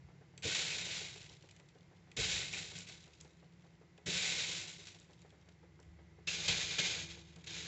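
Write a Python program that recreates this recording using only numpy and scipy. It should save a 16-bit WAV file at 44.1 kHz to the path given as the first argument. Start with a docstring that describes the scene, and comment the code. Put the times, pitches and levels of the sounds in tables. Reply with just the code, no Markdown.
"""A motor hums in a small kitchen and something pats softly about six times a second. Water is flicked
onto a very hot flat pan three times: each spray lands with a soft slap, flashes into a dense sizzle of
tiny steam bursts and thins to single spits as it boils away. Twice the jolted pan booms low. From 6.3 s
four dollops drop and boil on one spot. Between sizzles a noise suppressor turns the kitchen down."""
import sys
import numpy as np
from scipy import signal
from scipy.fft import rfft, irfft, next_fast_len
from scipy.io import wavfile
from scipy.ndimage import map_coordinates

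SR = 44100
rng = np.random.default_rng(int(sys.argv[2]) if len(sys.argv) > 2 else 0)


def dump_mix(stems):
    """Bounce the given channels to the path in sys.argv[1] as a 16-bit WAV at rate SR."""
    frames = np.atleast_2d(stems).T  # one column per channel
    limited = np.clip(frames, -1, 1)  # hard clip at full scale
    pcm = np.round(limited * 32767).astype(np.int16)
    wavfile.write(sys.argv[1], SR, pcm)


N = 338247


def amp(db):
    """Gain of a level in dB."""
    return 10 ** (np.asarray(db) / 20)


def unit(x):
    """x at rms 1."""
    return x / np.sqrt(np.mean(x ** 2) + 1e-20)


def along(points, hz):
    """(freq_hz, value) points interpolated on a log axis."""
    freqs_hz, values = np.transpose(points)
    return np.interp(np.log(hz + 1), np.log(freqs_hz + 1), values)


def clock():
    """Sample times in seconds."""
    return np.arange(N) / SR


def wobble(rate_hz):
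    """Smooth random curve, rate_hz knots a second."""
    knots = rng.standard_normal(int(N * rate_hz / SR) + 4)
    return map_coordinates(knots, [np.arange(N) * rate_hz / SR])


def filtered(x, response):
    """x through a zero-phase gain, response(hz)."""
    size = next_fast_len(len(x) + SR // 4)
    return irfft(rfft(x, size) * response(np.fft.rfftfreq(size, 1 / SR)), size)[:len(x)]


def coloured(x, spectrum_db):
    """White x given a spectrum, power kept."""
    return filtered(x, lambda hz: unit(amp(spectrum_db(hz))))


def noise(points):
    """Noise of rms 1 with a (freq_hz, level_db) spectrum."""
    return unit(coloured(rng.standard_normal(N), lambda hz: along(points, hz)))


def peak(hz, centre_hz, width_hz):
    """Resonance curve of height 1."""
    return 1 / (1 + (2 * (hz - centre_hz) / width_hz) ** 2)


def band_noise(centre_hz, width_hz):
    """Noise of rms 1 in one resonant band."""
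    return unit(filtered(rng.standard_normal(N), lambda hz: peak(hz, centre_hz, width_hz)))


def highpass(x, split_hz):
    """The part of x above split_hz."""
    return filtered(x, lambda hz: 1 - 1 / (1 + (hz / split_hz) ** 8))


def smoothed(x, tau_s):
    """One-pole running mean."""
    keep = np.exp(-1 / (tau_s * SR))
    return signal.lfilter([1 - keep], [1, -keep], x)


def swell(start_s, rise_s, t60_s):
    """Linear rise to 1, exponential decay."""
    age_s = clock() - start_s
    return np.clip(age_s / rise_s, 0, 1) * np.exp(-np.log(1000) * np.maximum(age_s - rise_s, 0) / t60_s)


# freq_hz, level_db
RUSH_SPECTRUM = [(15, -49.5), (25, -22), (69, -5.5), (155, -1), (188, -7.5), (240, -14), (337, -9),
                 (618, -18), (934, -19), (1160, -23), (2080, -20.5), (2930, -26), (6070, -31), (7550, -32),
                 (8320, -46), (10800, -69), (18300, -120)]
def room_rush():
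    """The kitchen's steady rush."""
    return amp(-60.5 + 0.82 * wobble(2.5)) * noise(RUSH_SPECTRUM)


# pitch_hz, relative_db, width_hz, drift_db_per_s
HUM_PARTIALS = [(53.7, -85.5, 2.9, 1.5), (75.6, -72.5, 1.3, 2.5), (99.4, -70.5, 0.71, 0),
                (137.4, -72.5, 7.4, -2.5), (157.7, -68, 16, 1.5), (173, -65.5, 8, 0.4),
                (337, -77.5, 13, 2.5), (1980, -93, 4.8, 0.5), (1980, -87, 59, 0.5), (2110, -82, 120, 0.5)]
def motor_hum():
    """A wavering motor hum whose partials slowly trade strength."""
    t, hum = clock(), np.zeros(N)
    for hz, db, width_hz, drift_db_per_s in HUM_PARTIALS:
        phase = 2 * np.pi * hz * t
        in_phase = (1 + 0.53 * wobble(2 * width_hz)) * np.sin(phase)
        quadrature = 0.74 * wobble(2 * width_hz) * np.cos(phase)
        hum += amp(db + drift_db_per_s * (t - t.mean())) * (in_phase + quadrature)
    return amp(3.5 + 1.06 * wobble(3)) * hum


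# start_s, level_db
BUMP_EVENTS = [(0.02, -54), (2.18, -47.5), (2.319, -59), (5.84, -53.5), (6.47, -46.5)]
def bumps():
    """Occasional soft swells of rumble."""
    rumble = noise([(20, -23.5), (50, 0.5), (85, 3), (140, -24), (300, -55.5)])
    return rumble * sum(amp(db) * swell(s, rise_s=0.03, t60_s=0.46) for s, db in BUMP_EVENTS)


# freq_hz, level_db
PAT_SPECTRUM = [(150, -24.5), (300, -4.5), (430, 3.5), (620, -6.5), (780, -4), (1100, -13.5), (1800, -13),
                (3000, -27), (8000, -42.5)]
# start_s, beat_s
PAT_STRETCHES = [(0.082, .126), (0.72, .144), (1.433, .159), (2.715, .177), (3.639, .17), (4.633, .153),
                 (5.322, .152), (5.788, .197)]
def pats():
    """Faint, dull pats; the pace changes stretch by stretch."""
    ends_s = [s for s, _ in PAT_STRETCHES[1:]] + [N / SR]
    times_s = np.concatenate([np.arange(s, end_s - beat_s / 2, beat_s)
                              for (s, beat_s), end_s in zip(PAT_STRETCHES, ends_s)])
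    envelope = sum(swell(s, rise_s=0.005, t60_s=0.19) for s in times_s)
    return amp(-56.5 + 0.9 * wobble(6)) * envelope * noise(PAT_SPECTRUM)


# pitch_hz, relative_db, t60_s
IRON_MODES = [(1972, -10.5, 0.066), (2462, -2, 0.078), (2610, -7.5, 0.11)]
def iron_ring(kicks):
    """The plate rings briefly after each kick."""
    t = clock()
    ring = sum(amp(db) * swell(0, 0.0015, t60_s) * np.sin(2 * np.pi * hz * t)
               for hz, db, t60_s in IRON_MODES)
    return signal.fftconvolve(kicks, ring)[:N]


# start_s, tick_db, pop_offset_db
SPIT_EVENTS = [(0.377, -38.5, -12.5), (0.423, -41, -4.5), (1.229, -43.5, -11), (1.489, -48, -7),
               (1.511, -47, -11), (1.5637, -47.5, -13), (1.5985, -49.5, -5), (1.687, -53, -6.5),
               (2.1155, -45.5, -6.5), (2.7871, -34, -24), (3.04, -49, -5), (3.2096, -37, -24),
               (3.978, -52.5, -0.5), (4.999, -45.5, -11), (5.218, -47.5, -15.5), (5.304, -52, -6.5),
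               (5.488, -47, -12), (5.8, -47.5, -27), (5.8275, -49.5, -16), (7.3607, -43.5, -12)]
def spits():
    """Stray droplets burst singly: a high tick and a lower pop that rings the iron."""
    pop, tick, kicks = np.zeros((3, N))
    for start_s, tick_db, pop_offset_db in SPIT_EVENTS:
        pop_gain = amp(tick_db + pop_offset_db)
        pop += pop_gain * swell(start_s, rise_s=0.00079, t60_s=0.028)
        tick += amp(tick_db) * swell(start_s, rise_s=0.0005, t60_s=0.016)
        kicks[round(start_s * SR)] += pop_gain
    pop_noise = noise([(700, -43), (1600, -8), (2200, -2.5), (3600, -2.5), (8000, -30)])
    tick_noise = noise([(1500, -41.5), (3600, -8.5), (6000, -3.5), (7600, 1), (9000, -2.5)])
    return amp(1) * pop * pop_noise + tick * tick_noise + amp(-6.5) * iron_ring(kicks)


def boiling(splashes):
    """Boil strength and brightness: a splash flashes to steam, sags while its water lasts, then dries."""
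    t, power, bright_db = clock(), np.zeros(N), np.zeros(N)
    sag_db_per_s = 14
    for start_s, boil_db, flash_db, rise_s, hold_s, drying_db_per_s, tone_db in splashes:
        age_s = np.maximum(t - start_s, 0)
        loss_db = sag_db_per_s * np.minimum(age_s, hold_s)
        loss_db += drying_db_per_s * np.maximum(age_s - hold_s, 0)
        flash = amp(flash_db) * swell(start_s, rise_s=0.0043, t60_s=0.2)
        power += np.minimum(age_s / rise_s, 1) * amp(boil_db - loss_db) ** 2 + flash ** 2
        bright_db[t >= start_s] = tone_db
    return np.sqrt(power), bright_db


def steam_bursts(rate_hz, spread_db, life_s):
    """Tiny puffs of steam, random in time and size; mean power 1."""
    energy = amp(spread_db * np.clip(rng.standard_normal(N), -2, 2)) ** 2
    chance = np.minimum(rate_hz / SR, 1)
    puffs = (rng.random(N) < chance) * energy / energy.mean() / chance
    return np.sqrt(smoothed(puffs, life_s)) * rng.standard_normal(N)


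def sputter(boil, rate_hz=320, pitch_hz=2406, decay_cycles=5.7, spread_db=2.5):
    """Bigger drops burst as short pitched pops that kick the plate; same rms as boil."""
    onsets = np.flatnonzero((rng.random(N) < rate_hz / SR) & (boil > amp(-80)))
    detune, size = rng.standard_normal((len(onsets), 2)).T
    hz = np.clip(pitch_hz * np.exp(0.11 * detune), 1900, 7500)[:, None]
    gain = boil[onsets] * amp(spread_db * np.clip(size, -2, 1.5))
    age_samples = np.arange(SR // 50)
    cycles = hz * age_samples / SR
    grains = gain[:, None] * np.sin(2 * np.pi * cycles) * np.exp(-cycles / decay_cycles)
    pops = np.bincount((onsets[:, None] + age_samples).ravel(), grains.ravel(), N)[:N]
    ring = amp(-12.5) * iron_ring(np.bincount(onsets, gain, N))
    return unit(pops + ring) * np.sqrt(np.mean(boil ** 2))


# freq_hz, level_db
STEAM_SPECTRUM = [(53, -41.5), (90, -15), (168, -1), (236, -23.5), (450, -9), (645, -12.5), (1230, -16.5),
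                  (1480, -9.5), (2170, -5), (3110, -2), (3830, 0), (4800, -6.5), (7290, -8.5), (7710, -9.5),
                  (8320, -6), (10800, -72), (18300, -120)]
def sizzle(steady_boil, bright_db, ridges, boil_rate_hz, flutter_db, coarse_db, fine_db):
    """More boiling gives denser bursts; on drying, the hiss breaks up into crackle."""
    def spectrum_db(hz):
        ridges_db = sum(db * peak(hz, centre_hz, width_hz) for centre_hz, width_hz, db in ridges)
        return along(STEAM_SPECTRUM, hz) + ridges_db

    boil = steady_boil * amp(flutter_db * wobble(35))
    rate_hz = 110 + boil_rate_hz * (boil / boil.max()) ** 1.3
    crackle = steam_bursts(rate_hz, spread_db=3.5, life_s=0.0028)
    steam = amp(-1.22) * crackle + amp(-9.5) * rng.standard_normal(N)
    hiss = coloured(boil * steam, spectrum_db)
    fine = highpass(hiss, split_hz=4150)  # small bubbles
    return amp(coarse_db) * (hiss - fine) + amp(bright_db + fine_db) * fine + amp(-12.5) * sputter(boil)


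# start_s, boil_db, flash_db, rise_s, hold_s, drying_db_per_s, tone_db
SPRAY_SPLASHES = [(0.427, -36, -47.5, 0.045, 0.55, 46.5, -7), (2.164, -36, -40.5, 0.034, 0.18, 51.5, -6),
                  (4.058, -34.5, -39, 0.15, 0.46, 44.5, -5.5)]
# centre_hz, width_hz, gain_db
SPRAY_COLOUR = [(1518, 55, 6), (2183, 160, 5.5), (2590, 86, 5.5), (3700, 900, 1), (7120, 200, 6)]
def sprays():
    """Flicked water boils, scattered over the pan."""
    boil, bright_db = boiling(SPRAY_SPLASHES)
    return sizzle(np.hypot(boil, surges()), bright_db, SPRAY_COLOUR,
                  boil_rate_hz=6000, flutter_db=0.93, coarse_db=-1.06, fine_db=7.5)


# start_s, level_db, rise_s, t60_s
SLAP_EVENTS = [(0.433, -40, 0.037, 0.13), (2.163, -41, 0.024, 0.21), (4.058, -45, .012, 0.37),
               (6.482, -52.5, .008, .35), (6.788, -53, 0.011, 0.39)]
# freq_hz, level_db
SLAP_SPECTRUM = [(30, -37), (70, -9), (150, -6.5), (260, -16), (430, -7.5), (650, -19), (1000, -41.5),
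                 (2500, -60)]
def slaps():
    """The water's weight lands on the plate with a dull splat."""
    envelope = sum(amp(db) * swell(s, rise_s, t60_s) for s, db, rise_s, t60_s in SLAP_EVENTS)
    return envelope * noise(SLAP_SPECTRUM)


# start_s, boil_db, t60_s
SURGE_EVENTS = [(0.544, -32, .25), (0.888, -49.5, 0.17), (1.079, -47.5, 0.14), (2.524, -43.5, 1.6),
                (2.749, -52.5, 0.2), (2.866, -52, 0.21), (4.15, -41, 0.17), (4.48, -42.5, 0.15),
                (4.867, -44.5, .1), (7.439, -54.5, 0.075)]
def surges(rise_s=0.0051):
    """Extra boil strength where a skating drop touches the iron again."""
    return sum(amp(db) * swell(s, rise_s, t60_s) for s, db, t60_s in SURGE_EVENTS)


# start_s, level_db, pitch_hz, width_hz, t60_s
FLARE_EVENTS = [(0.699, -42, 2560, 300, 0.2), (2.53, -42, 2370, 600, 0.16), (4.155, -44.5, 2330, 704, 0.84),
                (4.433, -39.5, 2280, 500, 0.074), (6.272, -42, 5320, 101, 0.062),
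                (6.272, -38.5, 2700, 352, 0.19), (6.482, -41, 2500, 299, 0.24),
                (6.798, -38.5, 2160, 130, 0.24)]
def flares(rise_s=0.0071):
    """A jet of steam from under a big drop sounds in one narrow band."""
    return sum(amp(db) * swell(s, rise_s, t60_s) * band_noise(hz, width_hz)
               for s, db, hz, width_hz, t60_s in FLARE_EVENTS)


def last_specks():
    """Specks of water tick on for a second or two after each spray dries."""
    lingering = sum(swell(s + 0.65, rise_s=0.17, t60_s=3.3) for s, *_ in SPRAY_SPLASHES)
    puffs = steam_bursts(rate_hz=26, spread_db=3, life_s=0.0022)
    ticks = coloured(puffs, lambda hz: along([(1200, -26.5), (3000, 3), (7500, -6)], hz))
    return amp(-63.5) * lingering * ticks


# start_s, level_db, t60_s
BOOM_EVENTS = [(2.745, -52.5, 0.49), (4.06, -45, 0.54)]
def booms(rise_s=0.02):
    """The whole pan answers a jolt with one low, broad resonance."""
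    body = band_noise(centre_hz=170, width_hz=31)
    return body * sum(amp(db) * swell(s, rise_s, t60_s) for s, db, t60_s in BOOM_EVENTS)


# start_s, boil_db, flash_db, rise_s, hold_s, drying_db_per_s, tone_db
DOLLOP_SPLASHES = [(6.269, -39, -40.5, 0.012, 0.17, 60, -5.5), (6.479, -36, -30, 0.0091, 0.12, 31.5, -6.5),
                   (6.783, -36, -29, 0.015, 0.14, 79.5, -7),
                   (7.461, -44.5, -55.5, 0.0095, 0.33, 52.5, -6.5)]
# centre_hz, width_hz, gain_db
DOLLOP_COLOUR = [(1640, 200, 3.5), (1850, 115, -8), (2156, 76, 4), (2406, 63, 7.5), (3240, 69, 2.5),
                 (3630, 170, 1.5), (4400, 71, 1.5), (4420, 140, -1.5), (4920, 60, 4), (5140, 60, 0),
                 (5730, 540, -2.5), (6600, 230, 4.5), (7940, 400, -8.5)]
def dollops():
    """Dropped water boils on one spot: denser bursts, deeper spectral ridges and troughs."""
    boil, bright_db = boiling(DOLLOP_SPLASHES)
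    return sizzle(boil, bright_db, DOLLOP_COLOUR,
                  boil_rate_hz=16000, flutter_db=1.6, coarse_db=-1.64, fine_db=7)


# freq_hz, t60_s
ROOM_DECAY = [(150, 0.95), (2000, 0.11), (8000, 0.52)]
def walls(x):
    """Short reverberation of a small hard room, 4 ms late."""
    hz, t, spectra = signal.stft(rng.standard_normal(SR // 2), SR, nperseg=256)
    decay = np.exp(-np.log(1000) * t / along(ROOM_DECAY, hz)[:, None])
    tail = signal.istft(spectra * decay, SR, nperseg=256)[1]
    return signal.fftconvolve(np.pad(x, (SR // 250, 0)), tail / np.linalg.norm(tail))[:N]


def scene():
    """The pan close by, the kitchen behind it; mono."""
    kitchen = room_rush() + motor_hum() + bumps() + pats()
    pan = spits() + sprays() + slaps() + flares() + last_specks() + booms() + dollops()
    return (kitchen + pan + amp(-9) * walls(pan))[None]


def suppressor(x, depth_db=6, shut_db=-60.5, open_db=-45):
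    """Turns everything down when the treble falls quiet."""
    treble_power = smoothed(highpass(x, split_hz=2500) ** 2, tau_s=0.017)
    treble_db = 10 * np.log10(treble_power + 1e-20)
    return x * amp(np.interp(treble_db, [shut_db, open_db], [-depth_db, 0]))


# freq_hz, gain_db
BAND_LIMIT = [(7400, 0), (7700, -3.5), (8000, -14), (8450, -33), (8650, -70), (8750, -120)]
def record(dry):
    """Microphone bass cut, noise suppressor, steep roll-off near 8 kHz."""
    gated = suppressor(highpass(dry[0], split_hz=34))
    return filtered(gated, lambda hz: amp(along(BAND_LIMIT, hz)))[None]


dry = scene()
out = record(dry)
dump_mix(out)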